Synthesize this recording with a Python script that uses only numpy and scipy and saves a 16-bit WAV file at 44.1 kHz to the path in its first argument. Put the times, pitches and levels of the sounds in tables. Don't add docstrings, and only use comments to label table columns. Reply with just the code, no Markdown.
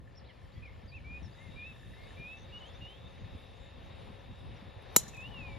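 import sys
import numpy as np
from scipy import signal
from scipy.fft import rfft, irfft, next_fast_len
from scipy.io import wavfile
from scipy.ndimage import uniform_filter1d, map_coordinates

SR = 44100
rng = np.random.default_rng(int(sys.argv[2]) if len(sys.argv) > 2 else 0)


def log_audio(samples):
    frames = np.atleast_2d(samples).T
    limited = np.clip(frames, -1, 1)
    pcm = np.round(limited * 32767).astype(np.int16)
    wavfile.write(sys.argv[1], SR, pcm)


N = 246078
TIME = np.arange(N) / SR
SIDES = np.array([[1], [-1]])
HIT_S, TICK_S = 4.9631, 4.819

# seconds after the hit, level in dB, fade in seconds.
# A fade is always the time taken to drop by 60 dB.
TOUCHES = [(0, -14.5, 0.029), (.003, -17, 0.027)]
# pitch in Hz, relative dB, fade in seconds.
HIT_TONES = [(235, -41, .06), (830, -28, .03), (1320, -29, .03), (2010, -28, .016), (2300, -27, .016),
             (2930, -25, .022), (3150, -41, .09), (3950, -21.5, .022), (4060, -41.5, .17),
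             (4089, -41.5, .17), (4780, -43, .1), (5330, -33, .025), (5450, -39, .1), (5930, -23, .04),
             (6207, -41, .07), (6930, -23, .055), (7015, -18, .072), (7320, -22.5, .04), (7390, -31, .07),
             (8020, -28, .03), (9500, -29, .04), (10300, -26, .055), (10900, -32, .06), (11300, -27, .06),
             (11790, -32, .05), (12270, -35, .06), (13380, -33, .03), (14400, -37, .02)]
TICK_TONES = [(10550, 2, .045), (10720, 0, .045), (12550, -5, .03), (14150, -4, .03), (14500, -5, .03)]
# frequency in Hz, relative strength in dB.
CRACK_COLOUR = [(900, -63), (2000, -10.5), (3400, -27.5), (4000, -4.5), (4600, -30), (5900, -10.5),
                (6500, -9.5), (7100, -6.5), (7700, -9), (8100, 1), (8800, -12), (10200, -6.5), (13500, -11),
                (15000, -17), (16400, -43)]
SWISH_COLOUR = [(3000, -32.5), (6000, -3), (8500, -10.5), (11500, -5.5), (14500, -21), (16000, -33.5)]
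WIND_COLOUR = [(15, -49.5), (25, -13.5), (54, 0.5), (96, 1.5), (251, -13.5), (317, -19), (400, -20.5),
               (520, -35), (880, -120)]
LEAF_COLOUR = [(3500, -36.5), (5000, -7), (7000, -4), (7800, -10.5), (8500, -2.5), (9000, 4.5),
               (9600, -15.5), (11000, -8), (12500, -12), (13300, -35.5), (16000, -43)]
HUSH_COLOUR = [(120, -43), (250, -11.5), (450, -1), (700, -4), (1100, -9), (1500, -12.5), (2200, -10),
               (3100, -13), (4200, -17.5), (5500, -26), (6500, -60)]
# frequency in Hz, dB by which the left is louder.
HIT_BALANCE = [(100, -15.5), (200, 15.5), (400, 1), (700, -5), (1300, 3), (2400, 0.5)]
# frequency in Hz, radians by which the left is ahead.
HIT_LEAD = [(200, 0), (500, .3), (750, -1.6), (1150, -.3), (2000, .1), (3300, .7), (5200, .6), (5800, -1.3),
            (7100, -1.2), (8300, -2.7), (10100, -4.2), (12200, -5.5), (14000, -6.3), (16000, -7)]
# delay in seconds, relative dB, fade in seconds.
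ECHOES = [(0.024, -29, .01), (0.033, -28, .008), (0.07, -38, .02), (0.117, -33, .05), (.181, -43, .012),
          (0.203, -42.5, .04), (.24, -45.5, 0.061)]
# frequency in Hz, gain in dB.
ECHO_COLOUR = [(100, -15.5), (500, -8.5), (1300, -8), (2200, -15), (4100, 2), (5300, 0), (5900, 1.5),
               (6800, -1), (7500, -12), (10000, -13.5), (12000, -8.5), (14000, -39)]
# time in seconds, pitch in Hz.
NOTE_PITCHES = [
    [(.55, 1980), (.61, 2010)],
    [(.62, 2510), (.65, 2420), (.675, 2140), (.76, 2120)],
    [(.915, 2380), (.931, 2460), (.959, 2704), (.977, 2490), (.995, 2100)],
    [(1.04, 2270), (1.092, 2386), (1.178, 2500), (1.19, 2370)],
    [(1.37, 1920), (1.392, 2030), (1.418, 2131), (1.456, 2135), (1.5, 2050), (1.53, 2090)],
    [(1.555, 2323), (1.569, 2375), (1.635, 2460), (1.669, 2633), (1.7, 2640), (1.73, 2550)],
    [(1.92, 1940), (1.994, 2125), (2.08, 2166)],
    [(2.165, 2310), (2.183, 2374), (2.255, 2443), (2.325, 2630), (2.385, 2650)],
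    [(2.52, 2840), (2.578, 2924), (2.592, 2720)],
    [(2.6, 2930), (2.61, 3020), (2.624, 3000), (2.637, 2870), (2.657, 3142), (2.683, 3150), (2.7, 3400),
     (2.72, 3400)],
    [(2.735, 3380), (2.775, 3570)],
    [(2.805, 2820), (2.863, 2860), (2.877, 2945), (2.9, 3100), (2.915, 3060), (3.0, 3400)],
    [(3.035, 3520), (3.09, 3610)],
    [(5.13, 2684), (5.156, 2540), (5.168, 2351)],
    [(5.172, 2520), (5.18, 2530), (5.21, 2530), (5.276, 2915), (5.31, 3170)],
    [(5.31, 3050), (5.342, 2880), (5.428, 2517), (5.526, 2308), (5.58, 2260)],
]
# start dB, place of the peak (0 to 1), peak dB, end dB,
# place where the trill starts (0 to 1), trill pulses a second.
NOTE_SHAPES = [(-64, .6, -63, -59, 1, 0), (-51, 0, -49.5, -72, 0, 55.5), (-58, 0.58, -48.5, -61, 1, 0),
               (-55.5, 0.9, -46.5, -54, 0.9, -3), (-58, 0.2, -61, -65, 0.9, 3),
               (-54, 0.46, -45, -54.5, 0.92, 3), (-64, 0.5, -62, -64, 0.9, 1),
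               (-55.5, 0.5, -45.5, -54.5, 0.93, 1), (-56.5, 0.67, -46, -59, 1, 0),
               (-52, 0.3, -52, -57, 0.47, 106.5), (-66, .6, -58, -62, 0.1, 109),
               (-61, 0.11, -49, -66, 0.73, 98), (-66, 0.6, -57.5, -55, 0.13, 98),
               (-54, 0.7, -50.5, -39, 1, 0), (-43.5, 0.62, -47, -70, 1, 0),
               (-56.5, 0.35, -46.5, -60.5, 0.96, 0)]
# start and length in seconds, first, middle and last pitch in Hz,
# level in dB, trill pulses a second.
CHIPS = [(.146, .024, 4000, 5300, 5850, -68, 0), (.168, .024, 5500, 5450, 5200, -59, 0),
         (.19, .016, 5100, 4500, 3800, -67, 0), (.236, .034, 3100, 3750, 4750, -65, 0),
         (.27, .013, 4400, 3950, 3600, -66, 0), (.29, .025, 4500, 4100, 3500, -71, 0),
         (.44, .016, 5000, 5300, 5600, -77, 0), (.578, .014, 4900, 5200, 5500, -77, 0),
         (.648, .016, 4700, 5100, 5600, -74, 0), (.726, .014, 4900, 5300, 5700, -76, 0),
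         (.81, .012, 5100, 5300, 5600, -78, 0), (.856, .012, 6250, 6450, 6650, -75, 0),
         (.915, .03, 4000, 3850, 3700, -69, 0), (.286, .03, 3400, 3100, 2750, -59.5, 0),
         (.286, .034, 2300, 2050, 1800, -60, 0), (.512, .022, 3200, 3800, 4400, -68, 0),
         (.533, .022, 4550, 4650, 4600, -70, 0), (.563, .022, 3250, 3350, 3200, -63, 0),
         (.828, .013, 3500, 3700, 3900, -66, 0), (.876, .04, 4850, 4650, 4430, -60, 0),
         (1.226, .02, 5800, 5550, 5400, -67, 0), (1.24, .035, 5500, 5400, 5050, -63, 0),
         (1.31, .04, 4300, 4700, 5200, -70, 0), (2.03, .025, 5000, 4700, 4300, -68, 0),
         (2.362, .085, 6250, 6050, 6250, -64, 85), (2.577, .03, 5700, 6600, 6750, -73, 0),
         (2.662, .012, 5800, 6150, 6500, -73, 0), (2.673, .02, 6580, 6620, 6600, -70, 0),
         (2.72, .026, 4600, 5200, 5800, -74, 0), (2.745, .022, 5800, 5950, 6050, -71, 0),
         (3.59, .1, 7300, 7250, 7250, -76, 70), (4.555, .03, 5900, 5650, 5300, -72, 0),
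         (4.6, .02, 4300, 4500, 4900, -73, 0)]
# time in seconds, level in dB.
BREEZE = [(0.0, -53.5), (0.15, -54), (1.96, -51.5), (2.5, -54), (4.41, -52.5), (4.77, -54.5), (5.58, -45)]
# time in seconds, peak dB, half length in seconds, dB more on the left.
GUSTS = [(.01, -54, 0.036, -1), (0.234, -51.5, 0.04, -4), (0.44, -55, 0.011, -4), (0.596, -49.5, 0.055, -2),
         (0.718, -51.5, 0.053, -6), (0.861, -47.5, 0.012, -1), (0.957, -52, 0.017, -4), (1.1, -50, 0.12, 3),
         (1.256, -49, 0.047, 3), (1.498, -48, 0.0088, 16), (1.558, -50, 0.022, -8), (1.72, -59, .03, 1),
         (1.88, -49.5, 0.056, -3), (2.04, -49.5, 0.03, -2), (2.196, -44, 0.02, -2),
         (2.494, -51.5, 0.12, -1), (2.827, -48, 0.041, -3), (3.06, -50.5, 0.045, 2),
         (3.236, -49.5, 0.092, 2.5), (3.346, -43, 0.026, 2.5), (3.613, -46, 0.013, 1),
         (3.779, -49, 0.018, 3), (3.89, -48.5, 0.069, -1), (4.05, -48, 0.094, 4), (4.308, -45, 0.029, 2),
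         (4.488, -45, 0.072, -1), (4.683, -46.5, 0.023, 1), (4.773, -45, 0.012, -4), (4.99, -49, 0.083, -4),
         (5.18, -53, 0.018, 0.5), (5.289, -49, 0.028, 5), (5.393, -53, 0.048, 5), (5.507, -56, 0.045, 1)]
# time in seconds, peak dB, dB more on the left, pitch in Hz, half length in seconds.
THUMPS = [(0.445, -43, 1, 70, .01), (0.583, -41, 2, 80, 0.0075), (0.593, -48, -1, 203, 0.0025),
          (0.839, -45.5, 1, 203, 0.0051), (.853, -39, -1, 72, 0.0075), (.955, -46, -1, 75, .016),
          (1.072, -41.5, 0, 68, .014), (1.109, -45, -1, 203, 0.0039), (1.13, -43, -7, 62, 0.0086),
          (1.166, -42.5, -1, 62, 0.011), (1.223, -42, -.5, 203, 0.0029), (1.232, -44, 0, 85, 0.017),
          (1.72, -50, 1.5, 203, 0.0041), (3.243, -42.5, 4, 96.5, 0.027), (3.347, -41.5, -1, 68, 0.021),
          (3.353, -41, -3, 203, 0.003), (4.104, -41.5, 0, 203, 0.0049), (4.311, -42, -3, 99, 0.014),
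          (4.315, -41.5, -1, 203, .0034), (4.627, -44.5, -2, 203, 0.0039), (5.038, -42, -2, 150, 0.0062),
          (5.085, -45, -3, 203, 0.0049), (5.289, -48, 3, 96, 0.019)]
# time in seconds, then dB of hush, putter, leaves, low hum and high hum.
FAR_LEVELS = [(0, -64.5, -72, -83, -72.5, -80), (.6, -60.5, -73.5, -79.5, -72, -93),
              (1.3, -60.5, -68.5, -76.5, -72.5, -87), (2, -58.5, -67, -73.5, -71, -89),
              (2.6, -58.5, -75, -75.5, -67, -75), (3.7, -58, -72.5, -76, -68.5, -78),
              (4.85, -57, -72, -76.5, -68.5, -71.5), (5.05, -56, -65, -73.5, -73.5, -68),
              (5.58, -56, -69, -72, -61.5, -63.5)]
# pitch in Hz, width in Hz, relative dB.
CASING_BANDS = [(1769, 63, 4), (907, 280, -16.5)]
BLADE_BANDS = [(2680, 240, -3), (3514, 200, -1.5), (3793, 100, 0.5)]
LOW_HUM_BANDS = [(546.4, 43, -2.5), (518, 93, -5)]
HIGH_HUM_BANDS = [(745, 30, -10.5), (802, 25, 0), (860, 110, -3.5), (1040, 28, -8), (1100, 80, -3.5)]
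# pitch in Hz, dB relative to that part of the hum.
LOW_HUM_TONES = [(554, -3), (495, -9), (673, -12)]
HIGH_HUM_TONES = [(716, -9), (775, -7), (866, -9), (990, -6), (1039, -10), (1063, -10)]
# frequency in Hz, how alike the ports are (1 same, -1 opposite).
LIKENESS = [(60, 0.37), (130, 0.23), (290, 0.86), (640, -0.33), (1300, 0.38), (1900, 0.99), (2400, 1),
            (3500, 0.79), (5000, 0.79), (7000, 0.2), (8500, -1.165), (11000, -0.21), (15000, 0.93)]
# frequency in Hz, dB by which the left is louder.
WIDE_BALANCE = [(160, 1), (270, 0), (450, 6), (740, 10.5), (1220, 10), (2010, -0.5), (3330, 0.4),
                (15000, 0)]


def strike():
    after = np.clip(TIME - HIT_S, 0, 1)
    blow = crack(after) + thud(after) + ring(HIT_TONES, HIT_S, attack_s=.0002, waver_db=3.5)
    ports = lambda hz: amp(along(HIT_BALANCE, hz) / 2) * np.exp(.5j * along(HIT_LEAD, hz))
    return filtered(blow, lambda hz: ports(hz) ** SIDES)


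def crack(after):
    burst_s, low_hz, high_hz = .0046, 4000, 12100
    grit = unit(filtered(rng.standard_normal(N), lambda hz: amp(along(CRACK_COLOUR, hz))))
    touches = sum((after > s) * amp(db - 60 * np.abs(after - s) / fade) for s, db, fade in TOUCHES)
    touches *= np.clip(1 - (after - burst_s) / .0004, 0, 1)
    rattle = filtered(grit, lambda hz: cut_lows(hz, low_hz) / (1 + (hz / high_hz) ** 8))
    return touches * grit + dying(after, db=-20, fade_s=.1) * rattle


def thud(after):
    turns, head_start_s, bounce_s = 1.35, .0007, .00213
    phase = 2 * np.pi * turns * np.log(.85 + after / head_start_s)
    knock = dying(after, db=-18.5, fade_s=.05) * np.cos(phase)
    bounce = lambda hz: amp(-5) / (1 + (520 / (hz + 1)) ** 6) * np.exp(-2j * np.pi * hz * bounce_s)
    return filtered(knock, lambda hz: cut_lows(hz, below_hz=172) * (1 + bounce(hz)))


def swing():
    peak_db, rise_db_per_s = -60.5, 300
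    swell = (TIME < HIT_S) * amp(peak_db + rise_db_per_s * np.minimum(TIME - HIT_S, 0))
    swish = swell * rush(SWISH_COLOUR, patchy_db=-7.5)
    return swish + amp(-67) * ring(TICK_TONES, TICK_S, attack_s=.003, waver_db=3)


def trees(x):
    t, tail = TIME[:SR // 2], 0
    ground = (.0066, -22.5, .54)
    for s, db, fade in ECHOES + [ground]:
        shape = amp(-60 * np.abs(t - s) / np.where(t > s, fade, .2 * min(fade, .05)))
        tail = tail + amp(db) * shape / np.linalg.norm(shape)
    echoes = signal.fftconvolve(x, tail * rng.standard_normal((2, len(t))), axes=1)[:, :N]
    return filtered(echoes, lambda hz: amp(along(ECHO_COLOUR, hz)))


def songbird():
    edge_s, trill_grows_s, left_db = .007, .015, .5
    out, flutter, uneven = np.zeros(N), wobble(70), 1 + .11 * wobble(30)
    for tune, (start_db, top, peak_db, end_db, trill_at, rate) in zip(NOTE_PITCHES, NOTE_SHAPES):
        s, length = tune[0][0], tune[-1][0] - tune[0][0]
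        at = slice(round(s * SR), round((s + length) * SR))
        t = TIME[at] - s
        progress, top = t / length, np.clip(top, .05, .95)
        rise = (start_db - peak_db) * np.abs(1 - progress / top) ** 1.88
        fall = (end_db - peak_db) * np.abs((progress - top) / (1 - top)) ** 1.88
        trill = .92 * np.clip((t - trill_at * length) / trill_grows_s, 0, 1)
        db = peak_db + np.where(progress < top, rise, fall)
        db += 1.3 * trill + (1.5 * trill - .52) * flutter[at]
        beat = np.cos(phase_of(rate * uneven[at]))
        phase = phase_of(curves(tune)[0][at] * (1 + .003 * flutter[at] + .04 * trill * beat))
        edges = np.clip(np.minimum(t, length - t) / edge_s, 0, 1)
        pulses = 1 - trill * (1 - beat) / 2
        out[at] += edges * pulses * amp(db) * (np.sin(phase) + amp(-36) * np.sin(2 * phase))
    return out * amp(SIDES * left_db / 2)


def small_birds():
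    out, rough = np.zeros(N), wobble(900)
    faint = [(when * (TIME[-1] - .1), .01 + .03 * long, hz, 1.04 * hz, 1.06 * hz, -81, 0)
             for when, long, hz in rng.uniform((0, 0, 4000), (1, 1, 7000), (30, 3))]
    for s, length, start_hz, mid_hz, end_hz, db, trill_hz in CHIPS + faint:
        at = slice(round(s * SR), round((s + length) * SR))
        u = np.clip((TIME[at] - s) / length, 0, 1)
        hz = start_hz * (1 - u) * (1 - 2 * u) + 4 * mid_hz * u * (1 - u) + end_hz * u * (2 * u - 1)
        trill = np.pi * trill_hz * length * u
        hz *= 1 - .08 * np.sin(2 * trill) + .009 * rough[at]
        shape = np.sqrt(np.sin(np.pi * u)) * np.cos(trill) ** 4
        out[at] += amp(db + 2.5 * rough[::-1][at]) * shape * np.sin(phase_of(hz))
    return out * amp(-.6 * SIDES)


def branches(x, db=-6.5, fade_s=.14):
    tail = amp(-60 * TIME[:SR // 8] / fade_s) * rng.standard_normal((2, SR // 8))
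    return amp(db) * signal.fftconvolve(x, tail / np.linalg.norm(tail[0]), axes=1)[:, :N]


def wind():
    power = amp(2 * curves(BREEZE)[0])
    for s, db, half, left_db in GUSTS:
        power = power + amp(2 * db + SIDES * left_db) * np.exp(-2 * ((TIME - s) / half) ** 2)
    lumps = amp(.88 * wobble(21.98) + 1.1 * np.array([wobble(14), wobble(9)]))
    out = np.sqrt(power) * unit(lumps * rush(WIND_COLOUR, patchy_db=0))
    for s, db, left_db, hz, half in THUMPS:
        t, phase = TIME - s, 2 * np.pi * rng.random()
        out += amp(db + SIDES * left_db / 2) * np.exp(-(t / half) ** 2) * np.sin(2 * np.pi * hz * t + phase)
    return out


def mower_engine(level_db, firing_hz=58.1):
    count = np.arange(int(firing_hz * N / SR))
    at = ((count + .3 + .02 * rng.standard_normal(len(count))) / firing_hz * SR).astype(int)
    firings = np.zeros(N)
    firings[np.clip(at, 0, N - 1)] = amp(-8 * (count % 2) + 1.5 * rng.standard_normal(len(count)))
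    puffs = signal.fftconvolve(firings, amp(-60 * TIME[:900] / .03))[:N] * rng.standard_normal((2, N))
    casing = lambda hz: resonances(CASING_BANDS, hz) / (1 + (hz / 5000) ** 4)
    return amp(level_db + .886 * wobble(1.5)) * spread(puffs, casing)


def mower_blades(peak_s=1.35, peak_db=-64.5):
    db_per_s = np.where(TIME < peak_s, 41, .4)
    db = peak_db - db_per_s * np.abs(TIME - peak_s)
    return amp(db + .96 * wobble(5.74)) * ringing_noise(BLADE_BANDS)


def machine_hum(low_db, high_db):
    out = amp(low_db + .46 * wobble(2.1)) * ringing_noise(LOW_HUM_BANDS)
    out += amp(high_db + .46 * wobble(2.1)) * ringing_noise(HIGH_HUM_BANDS)
    for tones, level_db in [(LOW_HUM_TONES, low_db), (HIGH_HUM_TONES, high_db)]:
        for hz, db in tones:
            phase = phase_of(hz * (1 + .002 * wobble(4)))
            gain = amp(level_db + db + 1.5 * wobble(4) + SIDES * along(WIDE_BALANCE, hz) / 2)
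            out += gain * np.sqrt(2) * np.sin(phase)
    return out


def valley():
    hush_db, putter_db, leaves_db, low_db, high_db = curves(FAR_LEVELS)
    machines = mower_engine(putter_db) + mower_blades() + machine_hum(low_db, high_db)
    hush = amp(hush_db + 1.7 * wobble(5.244)) * rush(HUSH_COLOUR, patchy_db=1)
    leaves = amp(leaves_db + wobble(4.9)) * rush(LEAF_COLOUR, patchy_db=3)
    return machines + hush + leaves


def ring(tones, start_s, attack_s, waver_db):
    out, at = np.zeros(N), round(start_s * SR)
    t = TIME[at:] - TIME[at]
    for hz, db, fade in tones:
        waver = map_coordinates(rng.standard_normal(100), [t * 150])
        shape = amp(db + waver_db * waver - 60 * t / fade) * (1 - np.exp(-t / attack_s))
        out[at:] += shape * np.sin(2 * np.pi * hz * t + .241 * waver)
    return out


def rush(colour, patchy_db):
    spectra = signal.stft(rng.standard_normal((2, N)), nperseg=512)[2]
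    patches = uniform_filter1d(uniform_filter1d(rng.standard_normal(spectra.shape[1:]), 6, 0), 14, 1)
    pair = signal.istft(spectra * amp(patchy_db * unit(patches)), nperseg=512)[1][:, :N]
    return spread(pair, lambda hz: amp(along(colour, hz)))


def ringing_noise(bands):
    return spread(rng.standard_normal((2, N)), lambda hz: resonances(bands, hz) ** 2)


def spread(pair, gain):
    angle = lambda hz: np.arccos(np.clip(along(LIKENESS, hz), -1, 1)) / 2
    mid, side = filtered(pair, lambda hz: gain(hz) * [np.cos(angle(hz)), np.sin(angle(hz))])
    tilt = lambda hz: amp(along(WIDE_BALANCE, hz) / 2) ** SIDES
    return unit(filtered(np.array([mid + side, mid - side]), tilt))


def resonances(bands, hz):
    return sum((-1) ** k * amp(db) * 1j * hz * width / (pitch ** 2 - hz ** 2 + 1j * hz * width)
               for k, (pitch, width, db) in enumerate(bands))


def filtered(x, response):
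    size = next_fast_len(N + SR // 2)
    return irfft(rfft(x, size) * response(np.fft.rfftfreq(size, 1 / SR)), size)[..., :N]


def cut_lows(hz, below_hz):
    return hz ** 4 / (hz ** 4 + below_hz ** 4)


def dying(t, db, fade_s):
    return (t > 0) * amp(db - 60 * t / fade_s)


def phase_of(hz):
    return 2 * np.pi * np.cumsum(hz) / SR


def wobble(rate):
    return map_coordinates(rng.standard_normal(int(N * rate / SR) + 4), [TIME * rate])


def curves(rows):
    s, *columns = np.transpose(rows)
    return [np.interp(TIME, s, column) for column in columns]


def along(points, hz):
    freqs, values = np.transpose(points)
    return np.interp(np.log(hz + 1), np.log(freqs + 1), values)


def amp(db):
    return 10 ** (np.asarray(db) / 20)


def unit(x):
    return x / np.sqrt(np.mean(x ** 2) + 1e-20)


def scene():
    blow = strike()
    birds = songbird() + small_birds()
    echoes = trees(blow) + branches(birds) + amp(4) * trees(birds)
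    return blow + birds + echoes + swing() + valley() + wind()


def record(dry, top_hz=16550):
    return filtered(dry, lambda hz: np.clip((top_hz - hz) / 300, 0, 1) ** 2)


dry = scene()
out = record(dry)
log_audio(out)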